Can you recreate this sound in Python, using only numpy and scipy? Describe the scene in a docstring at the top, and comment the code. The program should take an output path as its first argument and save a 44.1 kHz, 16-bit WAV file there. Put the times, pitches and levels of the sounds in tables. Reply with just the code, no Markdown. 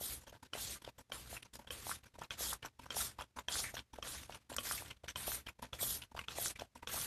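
"""A hissing water jet, squirted from a plastic trigger bottle into a cat's mouth, close to a phone.
Each further stroke snaps the trigger and frees a weak spurt, then the full jet: hiss, mist, splash.
Between strokes the pump refills and the cat laps: trains of gulps, plops, squelches.
Under it all a quiet living room rumbles and hums; the phone's noise suppressor shuts it out in pauses."""
import sys
import numpy as np
from scipy import signal
from scipy.fft import rfft, irfft, next_fast_len
from scipy.io import wavfile
from scipy.ndimage import uniform_filter1d, map_coordinates

SR = 44100
rng = np.random.default_rng(int(sys.argv[2]) if len(sys.argv) > 2 else 0)


def dump(signal):
    """Clip the signal to [-1, 1] and save it as 16-bit WAV at the path in sys.argv[1]."""
    limited = np.clip(np.atleast_2d(signal).T, -1, 1)
    pcm = np.round(limited * 32767).astype(np.int16)
    wavfile.write(sys.argv[1], SR, pcm)


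N = 311346

# Event levels are ahead of the gains in scene().
# full squeezes: t/s, rise/s, hold/s, release/s, hiss/dB, mist/dB re hiss, sizzle/dB re mist,
# splash/dB re hiss
SQUIRTS = [(-.01, 0.041, 0.1, 0.1, -51, 3, 1, -6.5), (0.557, 0.054, 0.1, 0.1, -47.5, -1, -4, -6.5),
           (1.278, 0.051, .025, 0.066, -56.5, 2.5, -8, 0), (1.846, 0.055, 0.012, 0.1, -50.5, 2, -11.5, -6),
           (2.366, 0.071, 0.065, 0.073, -44, 0, -4, -7), (2.937, 0.049, 0.045, 0.12, -44.5, 0.5, -12, -5),
           (3.494, 0.053, 0.041, .16, -43.5, 0, -22, -6), (4.043, 0.054, 0.037, 0.25, -52, 0.5, -28, -1.5),
           (4.623, 0.04, 0.075, 0.18, -47, 1.5, -3.5, -3.5),
           (5.247, 0.047, 0.042, 0.091, -48, 1.5, 2.5, -3), (5.781, 0.053, .11, 0.073, -47, 4, 0.5, -7.5),
           (6.35, 0.048, 0.11, 0.034, -50, 5, -9, -2.5), (6.884, 0.071, 0.098, .1, -48, 1, -0.5, -2.5)]
# trigger pulls: t/s, snap/dB, crack/dB re snap, spurt/dB, spurt t60/s, mist/dB re spurt
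PULLS = [(0.5337, -29.5, -8, -51, 0.34, -4), (1.1195, -29.5, -9, -56.5, 1.37, -0.5),
         (1.7057, -30.5, -11.5, -57.5, 5.7, 2), (2.3066, -29.5, -8, -51, 0.25, -7.5),
         (2.9047, -29.5, -5.5, -54.5, 0.95, -6.5), (3.4842, -25.5, -7, -52, .6, -0.5),
         (4.026, -32, -5, -55, 0.68, -2.5), (4.5837, -25, -7.5, -53, 0.23, 3),
         (5.1578, -29, -10, -54, 3.1, 4), (5.7307, -31.5, -11, -53, 0.27, -5),
         (6.2834, -29.5, -11.5, -56.5, 3, -5), (6.8727, -30.5, -6, -55.5, 1.1, 0)]
# jet grazing the wet lip: t/s, half width/s, hiss gain/dB, mist loss/dB
GRAZES = [(.675, 0.017, 0.5, 13), (3.53, 0.016, 1.5, 7.5), (6.462, 0.027, 10, 3)]
# jet spectra: f/Hz, level/dB
HISS_SPECTRUM = [(1500, -36.5), (2600, -24), (3300, 1), (4500, -1), (6200, 0), (7500, 0), (9500, -16),
                 (13000, -16.5)]
MIST_SPECTRUM = [(5000, -14), (7300, -14), (8400, 4), (10000, 2), (11500, 3.5), (13000, -5.5)]
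SIZZLE_SPECTRUM = [(8000, -37), (10500, -36), (11700, 3), (13000, 0.5)]
SPLASH_SPECTRUM = [(100, -57), (300, -6), (550, 0), (950, -1.5), (1450, 0), (2200, -2), (2900, -1.5),
                   (4500, -6.5), (9000, -67)]
# hand and house rumble spectra: f/Hz, level/dB
HANDLING_SPECTRUM = [(20, -25), (40, 2), (60, 1), (110, -3), (160, -4), (270, -9.5), (420, -13.5),
                     (1200, -41)]
HOUSE_SPECTRUM = [(20, -22), (35, -20), (48, -1), (65, 3.5), (85, -1.5), (120, -7.5), (160, -11.5),
                  (260, -12), (350, -16), (700, -21), (2000, -22.5), (6000, -27), (13000, -33)]
# appliance hum: f/Hz, level/dB
HUM_TONES = [(59, -70), (120, -63.5), (204, -73)]
# room decay: f/Hz, t60/s
ROOM_DECAY = [(200, 0.25), (2000, 0.17), (12000, 0.074)]
# collapsing air pockets: t/s, level/dB, f/Hz
PLOPS = [(0.0113, -35, 594), (0.327, -39, 597), (0.3515, -43, 796), (0.5522, -31.5, 610),
         (0.576, -36.5, 980), (0.8766, -32.5, 570), (1.1006, -41.5, 760), (1.3292, -35.5, 670),
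         (1.647, -43, 730), (1.8682, -32, 824), (1.8942, -29.5, 980), (1.915, -25.5, 1600),
         (2.1864, -37.5, 623), (2.2184, -29.5, 950), (2.4078, -34, 600), (2.5297, -26.5, 1120),
         (2.648, -33.5, 770), (2.8631, -36, 1040), (2.9677, -27, 790), (3.189, -31.5, 1000),
         (3.21, -28.5, 1210), (3.5557, -26, 1500), (3.6417, -27, 1870), (3.7413, -33.5, 634),
         (3.9864, -31.5, 607), (4.296, -33, 744), (4.5176, -34, 605), (4.5652, -30, 1520),
         (4.7115, -22, 1390), (4.8222, -35, 850), (5.0401, -37, 600), (5.2794, -28.5, 620),
         (5.3189, -28.5, 1450), (5.6298, -44, 910), (5.829, -31, 603), (6.15, -34.5, 730),
         (6.1784, -30.5, 1110), (6.3855, -26.5, 660), (6.4594, -26.5, 1530), (6.6201, -29, 640),
         (6.9424, -32, 750)]
# pump and tongue strokes: t/s, gulps, first gulp/dB, step per gulp/dB, gurgle/dB re gulp, spit/dB re gulp
SLOSHES = [(0.212, 2, -65, -3.5, 8, 9), (0.268, 2, -56.5, -1.5, -1, -3.5), (0.328, 2, -63, 2, 5.5, -13),
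           (0.427, 2, -60, -4, 4.5, 2.5), (0.82, 4, -57, -1, 1.5, -6.5), (0.982, 2, -58, -3, 6, 2),
           (1.426, 2, -52.5, -7.5, -1, -4), (1.536, 2, -51.5, -15, 0.5, 8.5), (1.59, 2, -62, -5.5, 10, 2),
           (1.68, 1, -55.5, 11, -4, -7), (2.035, 3, -55.5, -4, -1.5, -1.5), (2.142, 1, -62.5, -3, 11, -5),
           (2.19, 3, -55.5, 1, 0, -3), (2.626, 2, -53, 6.5, 1, -6), (2.791, 4, -58, -1, 7.5, -1),
           (3.186, 2, -51, 4.5, 2, -8.5), (3.364, 2, -57, 2.5, 8.5, 1), (3.742, 1, -52.5, 8, 0, 8.5),
           (3.767, 2, -44.5, -7.5, 0, -7), (3.932, 3, -58.5, -6, 8.5, 1.5), (4.229, 1, -56.5, 0, -4, 6),
           (4.301, 3, -55.5, 2.5, 0, -4), (4.408, 1, -62, -2, -7, -2), (4.497, 3, -56, -4, 7.5, 3.5),
           (4.86, 3, -56.5, 2, -6.5, -5), (4.966, 1, -60.5, 0, -9, -16), (5.043, 1, -57, 0, 8, -5),
           (5.081, 2, -48, -14, -12, 2), (5.464, 2, -52, -2.5, 0, -2.5), (5.589, 1, -69, 3, 16, -3),
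           (5.623, 3, -50, -11, 7, -1.5), (6.018, 2, -51, -9.5, 0, -1), (6.164, 3, -50, -5.5, 2.5, -0.5),
           (6.238, 1, -59, 0, -15, -10), (6.558, 1, -51.5, 0, -12, -6.5), (6.591, 3, -49.5, -6.5, 0.5, -5),
           (6.752, 2, -57.5, -11, 7.5, 2), (6.826, 1, -66, 8, 16.5, 2)]
# gulp spectra, hollow to fine: f/Hz, level/dB
GURGLE_SPECTRUM = [(90, -49), (250, -1.5), (370, -8.5), (550, 1), (750, -11.5), (950, 3.5), (1200, -9),
                   (1500, -2.5), (2200, -14.5), (5000, -51)]
SUCK_SPECTRUM = [(700, -14), (1500, 0), (2000, -1), (2600, 2.5), (3200, 3), (4200, -1), (5500, -8.5),
                 (9000, -52)]
SPIT_SPECTRUM = [(2500, -48), (4500, -8.5), (5700, -0.5), (8500, -4), (13000, -6)]
# valve clicks between pulls: t/s, level/dB, f/Hz, crack/dB re click
VALVE_CLICKS = [(0.2679, -53, 3230, -11), (1.3664, -36, 2620, -14), (1.6735, -39.5, 3330, -22),
                (2.6275, -39.5, 3010, -22), (3.201, -39, 3170, -14), (3.221, -39, 3180, -7),
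                (3.7719, -37.5, 3150, -16), (4.3232, -40.5, 2810, -6), (4.3456, -41.5, 2800, -15),
                (4.911, -38, 2860, -11), (5.0898, -35, 2980, -2.5), (6.1915, -29.5, 2660, -17),
                (6.5955, -38.5, 3150, -0.5)]
# spray head modes: ratio to click pitch, level/dB, t60/s
HEAD_MODES = [(.8, -9.5, 0.037), (.92, -10, 0.013), (1.01, 1.5, 0.02), (1.16, -18.5, 0.018)]
# bottle and pump barrel modes: f/Hz, level/dB, t60/s
BOTTLE_MODES = [(253, -19, 0.14), (550, -1, 0.028), (1010, -1.5, 0.043), (1455, 8, 0.013)]
BARREL_MODES = [(249, -7, 0.11), (546, -17, 0.027), (920, 5.5, 0.024), (1570, -13, 0.01)]
# plastic crack spectrum: f/Hz, level/dB
CRACK_SPECTRUM = [(1000, -36), (4300, -6), (5800, 19.5), (7200, -5), (13000, -22)]
# piston returns: t/s, level/dB
PISTON_KNOCKS = [(0.4293, -49), (0.9907, -49.5), (1.592, -46.5), (2.795, -42.5), (3.367, -47),
                 (3.9359, -42.5), (4.4998, -43.5), (5.6266, -40), (6.1168, -49.5), (6.7562, -44)]
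# water forced through a gap: t/s, level/dB, f/Hz, length/s
SQUELCHES = [(1.364, -46.5, 2400, 0.018), (1.904, -45, 1430, 0.026), (2.218, -47.5, 1440, 0.015),
             (2.52, -44.5, 1390, 0.028), (3, -46.5, 1490, .029), (3.626, -47, 2040, 0.088),
             (4.775, -45.5, 2450, 0.019), (5.472, -49, 2530, 0.03), (5.786, -49.5, 2030, 0.02),
             (6.555, -48.5, 2240, .012), (6.957, -46, 1190, 0.036)]
# big drops bursting: t/s, level/dB
DROPS = [(2.5323, -32.5), (3.0359, -43), (4.5646, -31.5), (4.69, -32), (4.7218, -31), (6.458, -31),
         (6.4816, -34)]

SAG_DB_PER_S, RELEASE_DB, RELEASE_EXPONENT = 17, 24, 1.31
SIZZLE_FADE_DB_PER_S, SPLASH_EXPONENT = 35, 0.56
SPURT_RISE_S, HANDOVER_S = 0.0061, 0.046
SPURT_SIZZLE_DB, SPURT_SPLASH_DB, SPURT_DRY_DB_PER_S = -5, 5, 33
GULP_GAP_S, GULP_T60_S, GULP_JITTER_S = 0.022, 0.11, 0.0013
SNAP_HZ, BAND_LIMIT_HZ = 3150, 13330


def amp(db):
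    """dB to gain."""
    return 10 ** (np.asarray(db) / 20)


def unit_rms(x):
    """Scale to rms 1."""
    return x / np.sqrt(np.mean(x ** 2) + 1e-20)


def burst(x):
    """Scale to the energy of 1 ms at level 1."""
    return x * np.sqrt(SR / 1000 / np.sum(x ** 2))


def log_interp(points, hz):
    """Read (f/Hz, value) points on a log axis."""
    knots_hz, values = np.transpose(points)
    return np.interp(np.log(hz + 1), np.log(knots_hz + 1), values)


def filtered(x, response):
    """Zero-phase filter with gain response(hz)."""
    size = next_fast_len(len(x) + 8192)
    return irfft(rfft(x, size) * response(np.fft.rfftfreq(size, 1 / SR)), size)[:len(x)]


def coloured(x, spectrum):
    """Apply a spectrum; rms 1."""
    return unit_rms(filtered(x, lambda hz: amp(log_interp(spectrum, hz))))


def wobble(rate_hz):
    """Smooth random curve, knots at rate_hz."""
    knots = rng.standard_normal(int(N * rate_hz / SR) + 4)
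    return map_coordinates(knots, [np.arange(N) * rate_hz / SR])


def add(track, at_s, sound):
    """Mix in at at_s."""
    start = round(at_s * SR)
    part = sound[max(-start, 0):N - start]
    track[max(start, 0):][:len(part)] += part


def spatter(spectrum, rate_hz, share, patchy_db):
    """Droplet impacts (share of the power) on turbulence, through a cavity of changing shape."""
    impacts = unit_rms((rng.random(N) < rate_hz / SR) * rng.standard_normal(N))
    source = np.sqrt(share) * impacts + np.sqrt(1 - share) * rng.standard_normal(N)
    bins = signal.stft(source, nperseg=256)[2]
    cavity = uniform_filter1d(rng.standard_normal(bins.shape), size=4, axis=0)
    cavity = unit_rms(uniform_filter1d(cavity, size=9, axis=1))
    return coloured(signal.istft(bins * amp(patchy_db * cavity), nperseg=256)[1][:N], spectrum)


def squeeze(t, rise_s, hold_s, release_s):
    """Jet pressure: builds, sags while held, runs out."""
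    build = np.sin(np.pi / 2 * np.clip(t / rise_s, 0, 1)) ** 2
    spent = np.clip((t - rise_s - hold_s) / release_s, 0, None)
    return build * amp(-SAG_DB_PER_S * (t - rise_s) - RELEASE_DB * spent ** RELEASE_EXPONENT)


def jet_envelopes():
    """Hiss, mist, sizzle, splash: a slow, splashy spurt hands over to the full jet."""
    envelopes, t = np.zeros((4, N)), np.arange(SR // 2) / SR
    for at_s, _, _, db, t60_s, mist_db in PULLS:
        peaks_s = (start_s + rise_s for start_s, rise_s, *_ in SQUIRTS if start_s > at_s)
        full_jet_s = min(peaks_s, default=at_s + t[-1])
        handover = np.clip((full_jet_s - at_s - t) / HANDOVER_S, 0, 1)
        spurt = (1 - np.exp(-t / SPURT_RISE_S)) * amp(db - 60 * t / t60_s) * handover
        parts_db = 0, mist_db, mist_db + SPURT_SIZZLE_DB, SPURT_SPLASH_DB - SPURT_DRY_DB_PER_S * t
        for envelope, part_db in zip(envelopes, parts_db):
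            add(envelope, at_s, amp(part_db) * spurt)
    for at_s, rise_s, hold_s, release_s, db, mist_db, sizzle_db, splash_db in SQUIRTS:
        pressure = squeeze(t, rise_s, hold_s, release_s)
        past_mid_s = np.clip(t - rise_s - hold_s / 2, -hold_s / 2, hold_s)
        sizzle = amp(mist_db + sizzle_db - SIZZLE_FADE_DB_PER_S * past_mid_s) * pressure
        splash = amp(splash_db) * pressure ** SPLASH_EXPONENT
        for envelope, part in zip(envelopes, (pressure, amp(mist_db) * pressure, sizzle, splash)):
            add(envelope, at_s, amp(db) * part)
    for at_s, width_s, gain_db, loss_db in GRAZES:
        touch = np.exp(-((np.arange(N) / SR - at_s) / width_s) ** 2)
        envelopes *= amp(np.outer([gain_db, -loss_db, -loss_db, 0], touch))
    return envelopes


def jet(hiss_db, mist_db, sizzle_db, splash_db, flutter_db, wander_db):
    """Nozzle hisses, mist sizzles, stream splashes on the tongue."""
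    hiss = amp(hiss_db) * spatter(HISS_SPECTRUM, rate_hz=810, share=0.27, patchy_db=2.5)
    mist_gain = amp(mist_db + wander_db * wobble(25))
    mist = mist_gain * spatter(MIST_SPECTRUM, rate_hz=2400, share=0.18, patchy_db=4.0)
    sizzle = amp(sizzle_db) * coloured(rng.standard_normal(N), SIZZLE_SPECTRUM)
    splash_gain = amp(splash_db + 0.96 * wobble(90))
    splash = splash_gain * spatter(SPLASH_SPECTRUM, rate_hz=600, share=0.31, patchy_db=3.0)
    flutter = amp(flutter_db * wobble(110))
    return flutter * np.sum(jet_envelopes() * [hiss, mist, sizzle, splash], axis=0)


def handling(near, level_db, exponent):
    """Hand and moving water rumble, following the power of the near sounds."""
    power = np.abs(uniform_filter1d(near ** 2, size=900)) + 1e-14
    rumble = coloured(rng.standard_normal(N), HANDLING_SPECTRUM)
    return amp(level_db) * unit_rms(power ** exponent * rumble)


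def house(noise_db, hum_db, waver_rad):
    """Low house rumble, wavering mains hum."""
    t = np.arange(N) / SR
    hum = sum(amp(db) * np.sqrt(2) * np.sin(2 * np.pi * hz * t + waver_rad * wobble(5))
              for hz, db in HUM_TONES)
    return amp(noise_db) * coloured(rng.standard_normal(N), HOUSE_SPECTRUM) + amp(hum_db) * hum


def room(x):
    """Short reverb of a furnished room, 4 ms late."""
    hz, t, bins = signal.stft(rng.standard_normal(SR // 2), SR, nperseg=256)
    decay = amp(-60 * t / log_interp(ROOM_DECAY, hz)[:, None])
    tail = signal.istft(bins * decay, SR, nperseg=256)[1]
    tail = np.pad(tail, (SR // 250, 0))
    return signal.fftconvolve(x, tail / np.linalg.norm(tail))[:N]


def plops(gain_db, swell_cycles, ring_db, ring_cycles):
    """An air pocket swings hard for a cycle or two, then rings faintly."""
    track, t = np.zeros(N), np.arange(SR // 20) / SR
    for at_s, db, hz in PLOPS:
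        cycles = hz * t
        swell = cycles / swell_cycles
        swing = swell * np.exp(1 - swell)
        tail = amp(ring_db) * (1 - np.exp(-swell)) * np.exp(-cycles / ring_cycles)
        add(track, at_s, amp(db + gain_db) * (swing + tail) * np.sin(2 * np.pi * cycles))
    return track


def sloshes(gurgle_db, suck_db, spit_db, rise_s, lumpy_db, decay_exponent):
    """Pump and mouth draw water and air in gulps, each a clump of bubbles thinning out."""
    envelopes, t = np.zeros((3, N)), np.arange(SR // 4) / SR
    gulp = (1 - np.exp(-t / rise_s)) * amp(-60 * (t / GULP_T60_S) ** decay_exponent)
    for at_s, gulps, db, step_db, hollow_db, fine_db in SLOSHES:
        for k in range(gulps):
            jitter_s = min(k, 1) * GULP_JITTER_S * rng.standard_normal()
            onset_s = at_s + k * GULP_GAP_S + jitter_s - rise_s / 2
            for envelope, part_db in zip(envelopes, (hollow_db, 0, fine_db)):
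                add(envelope, onset_s, amp(db + k * step_db + part_db) * gulp)
    gurgle = amp(gurgle_db) * spatter(GURGLE_SPECTRUM, rate_hz=300, share=0.79, patchy_db=4.0)
    suck = amp(suck_db) * spatter(SUCK_SPECTRUM, rate_hz=230, share=0.61, patchy_db=3.5)
    spit = amp(spit_db) * spatter(SPIT_SPECTRUM, rate_hz=970, share=0.68, patchy_db=5.5)
    return amp(lumpy_db * wobble(160)) * np.sum(envelopes * [gurgle, suck, spit], axis=0)


def ring(modes, t, detune, scatter_db):
    """Damped modes struck once, peak 1; the grip shifts pitch and strength."""
    sound = np.zeros(len(t))
    for hz, db, t60_s in modes:
        strength, shift, phase = rng.standard_normal(3)
        decay = amp(db + scatter_db * strength - 60 * t / t60_s)
        sound += decay * np.sin(2 * np.pi * hz * (1 + detune * shift) * t + phase)
    return sound / np.abs(sound).max()


def clicks_and_snaps(gain_db, bottle_db, crack_db, attack_s, rebound_db, rebound_s, contacts):
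    """Valve and trigger chatter: quick contacts ring the spray head, over a bottle knock and a crack."""
    track, t = np.zeros(N), np.arange(SR // 10) / SR
    snaps = [(at_s, db, SNAP_HZ, edge_db) for at_s, db, edge_db, *_ in PULLS]
    for at_s, db, hz, edge_db in snaps + list(VALVE_CLICKS):
        modes = [(ratio * hz, mode_db, t60_s) for ratio, mode_db, t60_s in HEAD_MODES]
        head = np.zeros(len(t))
        for k in range(contacts):
            delay = round(k * rebound_s * rng.uniform(0.884, 1.146) * SR)
            contact = ring(modes, t, detune=0.035, scatter_db=1.0)
            head += amp(k * rebound_db) * np.pad(contact, (delay, 0))[:len(t)]
        bottle = ring(BOTTLE_MODES, t, detune=0.066, scatter_db=2.0)
        crack = amp(-60 * t / 0.013) * coloured(rng.standard_normal(len(t)), CRACK_SPECTRUM)
        snap = burst(head) + amp(bottle_db) * burst(bottle) + amp(crack_db + edge_db) * burst(crack)
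        add(track, at_s, amp(db + gain_db) * (1 - np.exp(-t / attack_s)) * snap)
    return track


def piston(gain_db, attack_s):
    """The returning piston knocks in its hollow barrel."""
    track, t = np.zeros(N), np.arange(SR // 10) / SR
    for at_s, db in PISTON_KNOCKS:
        knock = ring(BARREL_MODES, t, detune=0.026, scatter_db=-0.5)
        add(track, at_s, amp(db + gain_db) * (1 - np.exp(-t / attack_s)) * knock)
    return track


def squelches(gain_db, half_width_hz):
    """A narrow wet gap turns flow into a rough, loosely pitched chirr."""
    track = np.zeros(N)
    for at_s, db, pitch_hz, length_s in SQUELCHES:
        flow = rng.standard_normal(SR // 4)
        chirr = unit_rms(filtered(flow, lambda hz: 1 / (1 + ((hz - pitch_hz) / half_width_hz) ** 2)))
        window = signal.windows.tukey(int(length_s * SR), 0.5)
        add(track, at_s, amp(db + gain_db) * window * chirr[:len(window)])
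    return track


def drops(gain_db, t60_s):
    """Big drops burst with a bright tick."""
    track, t = np.zeros(N), np.arange(SR // 40) / SR
    for at_s, db in DROPS:
        tick = amp(-60 * t / t60_s) * coloured(rng.standard_normal(len(t)), SPIT_SPECTRUM)
        add(track, at_s, amp(db + gain_db) * tick / np.abs(tick).max())
    return track


def scene():
    """Bottle and cat near, room behind; mono."""
    near = jet(hiss_db=0.43, mist_db=2.5, sizzle_db=4.0, splash_db=-1.22, flutter_db=1.18, wander_db=1.46)
    near += clicks_and_snaps(gain_db=-2.5, bottle_db=-3.5, crack_db=-1.5, attack_s=0.00029,
                             rebound_db=-5.5, rebound_s=0.0018, contacts=3)
    near += piston(gain_db=6.5, attack_s=0.0013)
    near += sloshes(gurgle_db=-1.5, suck_db=1.0, spit_db=1.0, rise_s=0.0026, lumpy_db=2.0,
                    decay_exponent=1.067)
    near += plops(gain_db=-3.5, swell_cycles=0.45, ring_db=-21.5, ring_cycles=5.3)
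    near += squelches(gain_db=-2.5, half_width_hz=330)
    near += drops(gain_db=5.5, t60_s=0.02)
    rumble = handling(near, level_db=-64.5, exponent=0.35)
    reverb = amp(-14) * room(near)
    return (near + reverb + rumble + house(noise_db=-58, hum_db=-3.5, waver_rad=0.42))[None]


def suppress(x, threshold_db, steepness):
    """Noise suppressor: gain sinks when power above 400 Hz is low."""
    above_bass = filtered(x, lambda hz: hz > 400)
    power = np.abs(uniform_filter1d(above_bass ** 2, size=440)) + 1e-14
    return x / (1 + (amp(threshold_db) ** 2 / power) ** steepness)


def record(dry):
    """Phone: noise suppressor, then a steep low-pass."""
    gated = suppress(dry[0], threshold_db=-57.5, steepness=1.64)
    return filtered(gated, lambda hz: 1 / np.sqrt(1 + (hz / BAND_LIMIT_HZ) ** 260))[None]


dry = scene()
out = record(dry)
dump(out)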